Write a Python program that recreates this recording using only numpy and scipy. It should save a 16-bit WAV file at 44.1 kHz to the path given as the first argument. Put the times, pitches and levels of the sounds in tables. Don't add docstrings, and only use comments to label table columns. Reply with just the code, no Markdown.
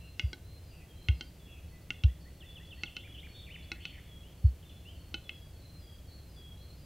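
import sys
import numpy as np
from scipy import signal
from scipy.fft import rfft, irfft, next_fast_len
from scipy.io import wavfile
from scipy.ndimage import map_coordinates

SR = 44100
rng = np.random.default_rng(int(sys.argv[2]) if len(sys.argv) > 2 else 0)


def generate_wav(signal):
    frames = np.transpose(np.atleast_2d(signal))
    scaled = np.clip(frames, -1, 1) * 32767
    pcm = np.round(scaled).astype(np.int16)
    wavfile.write(sys.argv[1], SR, pcm)


N = 302085


def amp(db):
    return 10 ** (np.asarray(db) / 20)


def unit(x):
    return x / np.sqrt(np.mean(x ** 2) + 1e-20)


def along(points, hz):
    point_hz, values = np.transpose(points)
    return np.interp(np.log(hz + 1), np.log(point_hz + 1), values)


def filtered(x, response):
    n = x.shape[-1]
    padded = next_fast_len(n + 8192)
    spectrum = rfft(x, padded)
    hz = np.fft.rfftfreq(padded, 1 / SR)
    return irfft(spectrum * response(hz), padded)[..., :n]


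def noise(spectrum, shape):
    white = rng.standard_normal(shape)
    return unit(filtered(white, lambda hz: amp(along(spectrum, hz))))


def add(track, s, sound):
    start = round(s * SR)
    sound = sound[max(-start, 0):]
    part = track[max(start, 0):][:len(sound)]
    part += sound[:len(part)]


def scatter(x, stretch):
    # frequency in Hz, time to fall by 60 dB in seconds before stretching.
    tree_decay = [(200, 0.97), (1500, 0.48), (3000, 0.58), (5000, 0.37), (10000, 0.83)]
    hz, t, cells = signal.stft(rng.standard_normal(SR * 3 // 4), SR, nperseg=256)
    fall_s = stretch * along(tree_decay, hz)[:, None]
    tail = signal.istft(cells * amp(-60 * t / fall_s), SR, nperseg=256)[1]
    return signal.fftconvolve(x, tail / np.linalg.norm(tail))


def in_wood(timed_sounds, wet_db, stretch):
    track = np.zeros(N)
    for s, sound in timed_sounds:
        add(track, s, sound)
        add(track, s, amp(wet_db) * scatter(sound, stretch))
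    return track


def capercaillie():
    # start in seconds, rms level of the first 10 ms in dB before the overall trim,
    # beak resonance in Hz, then levels in dB of beak, windpipe, gullet, bright modes and pop
    click_rows = [(0.1956, -27.5, 3350, -10.5, -4, -0.5, -5, 2),
                  (0.331, -38, 3260, 1.5, 15.5, 6.5, 21.5, -8), (1.0858, -28, 3200, -5, 3, 1.5, -4, 6.5),
                  (1.2098, -35.5, 3134, 3.5, 7.5, -1, 12.5, -21),
                  (1.905, -29, 3160, -19, 0.5, -1, -14, 3.5), (2.0369, -33.5, 3050, -6, -2, -32, 4.5, -22),
                  (2.835, -30.5, 3070, -28, 3, 1.5, 5, -1), (2.9665, -35, 3030, -3.5, -1.5, -10, 6, -7),
                  (3.7176, -32.5, 3320, -27, 6.5, 2, 11, -15), (3.8535, -34, 2980, -3, -2.5, -6.5, 5, 3),
                  (5.1424, -30.5, 3010, 0.5, 6, -4.5, 13, -5), (5.2937, -34.5, 3000, 1, -4, 3.5, -4, 13)]
    # time in seconds, windpipe tuning as a ratio, mouth resonance in Hz.
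    throat_setting = [(0.2, 1.044, 2856), (1.1, 1.02, 2794), (2.0, 1.0, 2762), (3.75, 1.0, 2590),
                      (5.2, 1.005, 2620)]
    times, tunings, mouths_hz = np.transpose(throat_setting)
    clicks = []
    for s, db, *colour in click_rows:
        tuning = np.interp(s, times, tunings)
        mouth_hz = np.interp(s, times, mouths_hz)
        clicks.append((s, click(db, tuning, mouth_hz, *colour)))
    return amp(-3.5) * in_wood(clicks, wet_db=-11.0, stretch=0.53)


def click(db, tuning, mouth_hz, beak_hz, beak_db, windpipe_db, gullet_db, bright_db, pop_db,
          gullet_hz=2145, gullet_t60=0.027, mouth_t60=0.032, beak_t60=0.05,
          pop_hz=2700, pop_t60=0.013, snap_db=-12, soft_hz=6300):
    # frequency in Hz and time to fall by 60 dB in seconds (first
    # and last), both before tuning, with the level in dB within the group between them.
    windpipe_modes = [(250, -17, .06), (325, -17, .06), (812, -24.5, .07), (1452, -13.5, .058)]
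    # frequency in Hz, level in dB within the group,
    # time to fall by 60 dB in seconds; a small random retuning follows.
    bright_modes = [(3970, -19, 0.036), (4190, -14, 0.017), (4570, -25.5, 0.028), (5280, -28.5, 0.029),
                    (6180, -28.5, 0.0051), (5950, -25, 0.018), (8200, -11.5, 0.011)]
    # frequency in Hz, relative level in dB.
    snap_colour = [(300, -25), (1200, -48), (2000, -2), (2900, 6.5), (4200, -17), (6200, -3.5), (7000, -26),
                   (15000, -30)]
    t = np.arange(SR // 8) / SR
    windpipe = amp(windpipe_db) * ring(windpipe_modes, t * tuning)
    cavities = [(gullet_hz, gullet_db, gullet_t60), (mouth_hz, 0, mouth_t60), (beak_hz, beak_db, beak_t60)]
    mouth = ring(cavities, t)
    bright = amp(bright_db) * ring(bright_modes, t * rng.normal(1, 0.013), spread=2.1)
    pop = ring([(pop_hz, pop_db, pop_t60)], t) * (1 - np.exp(-t * pop_hz))
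    soften = signal.butter(8, soft_hz, fs=SR, output="sos")
    sound = signal.sosfilt(soften, windpipe + mouth + bright + pop)
    snap_fade = amp(-60 * t / .026)
    sound = sound + amp(snap_db) * snap_fade * noise(snap_colour, len(t))
    return amp(db) * sound / np.std(sound[:SR // 100])


def ring(modes, t, spread=0):
    total = 0
    for hz, db, t60 in modes:
        level = amp(db + .5 * rng.standard_normal() - 60 * t / t60)
        total = total + level * np.cos(2 * np.pi * hz * t + spread * rng.standard_normal())
    return total


def steps():
    # start in seconds, peak level in dB.
    step_rows = [(0.2324, -22), (1.0834, -16), (2.0364, -12.5), (4.4388, -12)]
    # resonance in Hz, width in Hz.
    ground_modes = [(64, 12), (102.5, 28)]
    push = signal.butter(4, 73, fs=SR, output="sos")
    thump = signal.sosfilt(push, signal.unit_impulse(SR // 2))
    for centre, width in ground_modes:
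        thump = signal.lfilter(*signal.iirpeak(centre, centre / width, fs=SR), thump)
    radiation = signal.butter(2, 172, "high", fs=SR, output="sos")
    thump = signal.sosfilt(radiation, thump)
    track = np.zeros(N)
    for s, db in step_rows:
        add(track, s, amp(db) * thump / np.abs(thump).max())
    return track


def thrush():
    # start in seconds, level in dB before the overall trim, syllable name.
    song_rows = [(0.0, -62, "whistle"), (0.705, -65, "mew"), (0.8, -68.5, "hum"), (1.46, -63, "mew"),
                 (1.715, -67, "hum"), (1.809, -76, "tsip"), (2.205, -68, "tsip"), (2.946, -52.5, "warble"),
                 (3.139, -51.5, "warble"), (3.336, -50.5, "flourish"), (3.622, -65, "squeak"),
                 (3.741, -54, "rasp"), (4.225, -64, "upslur"), (4.622, -64, "chip"), (4.691, -61, "chip"),
                 (4.846, -55.5, "upslur")]
    syllable_notes = { "whistle": [(0, .11, 2690, 2770, 2730, 0, 75)],
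                      "mew": [(0, .15, 2740, 2660, 2480, 0, 120)],
                      "hum": [(0, .06, 1970, 2000, 1970, 0, 30)],
                      "tsip": [(0, .06, 5000, 4480, 4300, 0, 50)],
                      "rise": [(0, .04, 1700, 1940, 2020, 0, 0)],
                      "squeak": [(0, .035, 4050, 4450, 4700, 0, 200)],
                      "fall": [(0, .038, 3750, 2940, 2570, 0, 0)],
                      "warble": [(0, .035, 3100, 2950, 2660, -2, 90), (.034, .04, 2560, 3180, 3330, 0, 230),
                      (.088, .034, 1920, 2400, 2330, -4, 0), (.121, .014, 2480, 2050, 1310, -5.5, 0)],
                      "flourish": [(0, .135, 3480, 3600, 3420, -6, 130),
                      (.124, .041, 2980, 2290, 1960, -6.5, 120), (.161, .034, 1960, 2700, 3120, -1, 35),
                      (.203, .029, 3100, 2720, 1560, 2, 0)], "rasp": [(0, .06, 2400, 2050, 2150, -7, 200),
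                      (.049, .135, 2300, 3280, 2410, 0, 280), (.175, .09, 2450, 2100, 1850, -4, 200)],
                      "chip": [(0, .028, 3300, 3000, 2750, 0, 130)],
                      "upslur": [(0, .077, 2590, 2990, 3240, 0, 20)]}
    fall_start_s, fall_period_s, squeak_lead_s = 2.402, .151, .058
    rises = trill("rise", 2.076, .173, db=-64.5, growth_db=0.2, count=5)
    squeaks = trill("squeak", fall_start_s - squeak_lead_s, fall_period_s, db=-74, growth_db=1.5, count=4)
    falls = trill("fall", fall_start_s, fall_period_s, db=-55.0, growth_db=2.1, count=4)
    notes = []
    for s, db, syllable in song_rows + rises + squeaks + falls:
        for delay, *note in syllable_notes[syllable]:
            notes.append((s + delay, amp(db) * slur(*note)))
    return amp(1.5) * in_wood(notes, wet_db=-1.5, stretch=1.67)


def trill(syllable, start_s, period_s, db, growth_db, count):
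    return [(start_s + k * period_s, db + k * growth_db, syllable) for k in range(count)]


def slur(length, first_hz, middle_hz, last_hz, db, swing_hz, buzz_hz=190, uneven=0.767):
    t = np.arange(int(length * SR)) / SR
    curve = np.polyfit([0, .5, 1], [first_hz, middle_hz, last_hz], 2)
    arc = np.polyval(curve, t / length)
    jitter = map_coordinates(rng.standard_normal(256), [2 * buzz_hz * t])
    shake = np.sin(2 * np.pi * buzz_hz * t) + uneven * jitter
    return tone(arc + swing_hz * shake, db, taper=0.33)


def tone(pitch, db, taper):
    envelope = signal.windows.tukey(len(pitch), np.clip(taper, 0, 1))
    return amp(db) * envelope * np.sin(2 * np.pi * np.cumsum(pitch) / SR)


def whistlers():
    # start of the lower note in seconds,
    # lower and upper levels in dB before the overall trim, pitch ratio of the lower.
    seesaw_rows = [(0.871, -61.5, -74, 0.95), (1.386, -59.5, -69, 1), (1.923, -57.5, -65, 1.01),
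                   (2.448, -54, -67, 1.018), (3.005, -56.5, -62, 1), (3.544, -55.5, -60, 1.02),
                   (4.068, -57.5, -61.5, 0.99), (4.64, -60, -63, 1.03), (5.231, -57, -62.5, 1.0),
                   (5.804, -58, -63.5, 0.98), (6.355, -54.5, -59.5, 0.99), (6.9, -56.5, -62, .992)]
    # start of the scoop in seconds,
    # its level in dB before the overall trim.
    answer_rows = [(-.02, -62.5), (0.433, -62), (0.95, -59.5), (4.66, -70), (5.15, -65), (5.598, -58.5),
                   (6.084, -62), (6.566, -61.5)]
    sigh_delay_s, sigh_db = .186, -3
    notes = []
    for s, lower_db, upper_db, ratio in seesaw_rows:
        lead_s = .245 + .0065 * s
        notes.append((s - lead_s, whistle("upper", upper_db)))
        notes.append((s, whistle("lower", lower_db, ratio)))
    for s, db in answer_rows:
        notes.append((s, whistle("scoop", db)))
        notes.append((s + sigh_delay_s, whistle("sigh", db + sigh_db)))
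    return amp(-6.0) * in_wood(notes, wet_db=3.5, stretch=1.4)


def whistle(name, db, ratio=1, waver_hz=24, waver_rate=140):
    whistle_shapes = {"upper": (.13, 4440, 4380, .02), "lower": (.17, 3540, 3320, .035),
                      "scoop": (.17, 3820, 4140, .02), "sigh": (.17, 5120, 4710, .045)}
    length, first_hz, held_hz, slide_s = whistle_shapes[name]
    t = np.arange(int(length * SR)) / SR
    waver = waver_hz * map_coordinates(rng.standard_normal(256), [waver_rate * t])
    slide = held_hz + (first_hz - held_hz) * np.exp(-t / slide_s)
    return tone(ratio * slide + waver, db, taper=0.21)


def background(air_db=-50, hiss_db=-66.0, alike=0.35):
    # frequency in Hz, relative level in dB per Hz.
    air_colour = [(15, -17.5), (28, -7.5), (42, -13), (65, 1.5), (90, -3), (135, -13), (162, -7),
                  (195, -19), (320, -21), (420, -25), (560, -25), (1000, -36), (1800, -37.5), (2900, -36),
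                  (5000, -43.5)]
    # frequency in Hz, gain in dB.
    air_dulling = [(5000, 0), (8000, -5), (15000, -11)]
    # frequency in Hz, relative level in dB per Hz.
    hiss_colour = [(100, 11), (1000, -9.5), (6000, -0.5), (15500, -0.5)]
    air = filtered(noise(air_colour, N), lambda hz: amp(along(air_dulling, hz)))
    share = np.clip(alike, 0, 1)
    shared_hiss = np.sqrt(share) * noise(hiss_colour, N)
    separate_hiss = np.sqrt(1 - share) * noise(hiss_colour, (2, N))
    wide_colour = [(30, -7), (70, -8), (200, -10), (550, -12.5), (1200, -13.5), (4000, -36)]  # (Hz, dB)
    wide = noise(wide_colour, N) * np.array([[1], [-1]])
    return amp(air_db) * air + amp(hiss_db) * (shared_hiss + separate_hiss) + amp(-76.5) * wide


def scene():
    return capercaillie() + steps() + thrush() + whistlers() + background()


def record(dry):
    return filtered(dry, lambda hz: hz < 15780)


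dry = scene()
out = record(dry)
generate_wav(out)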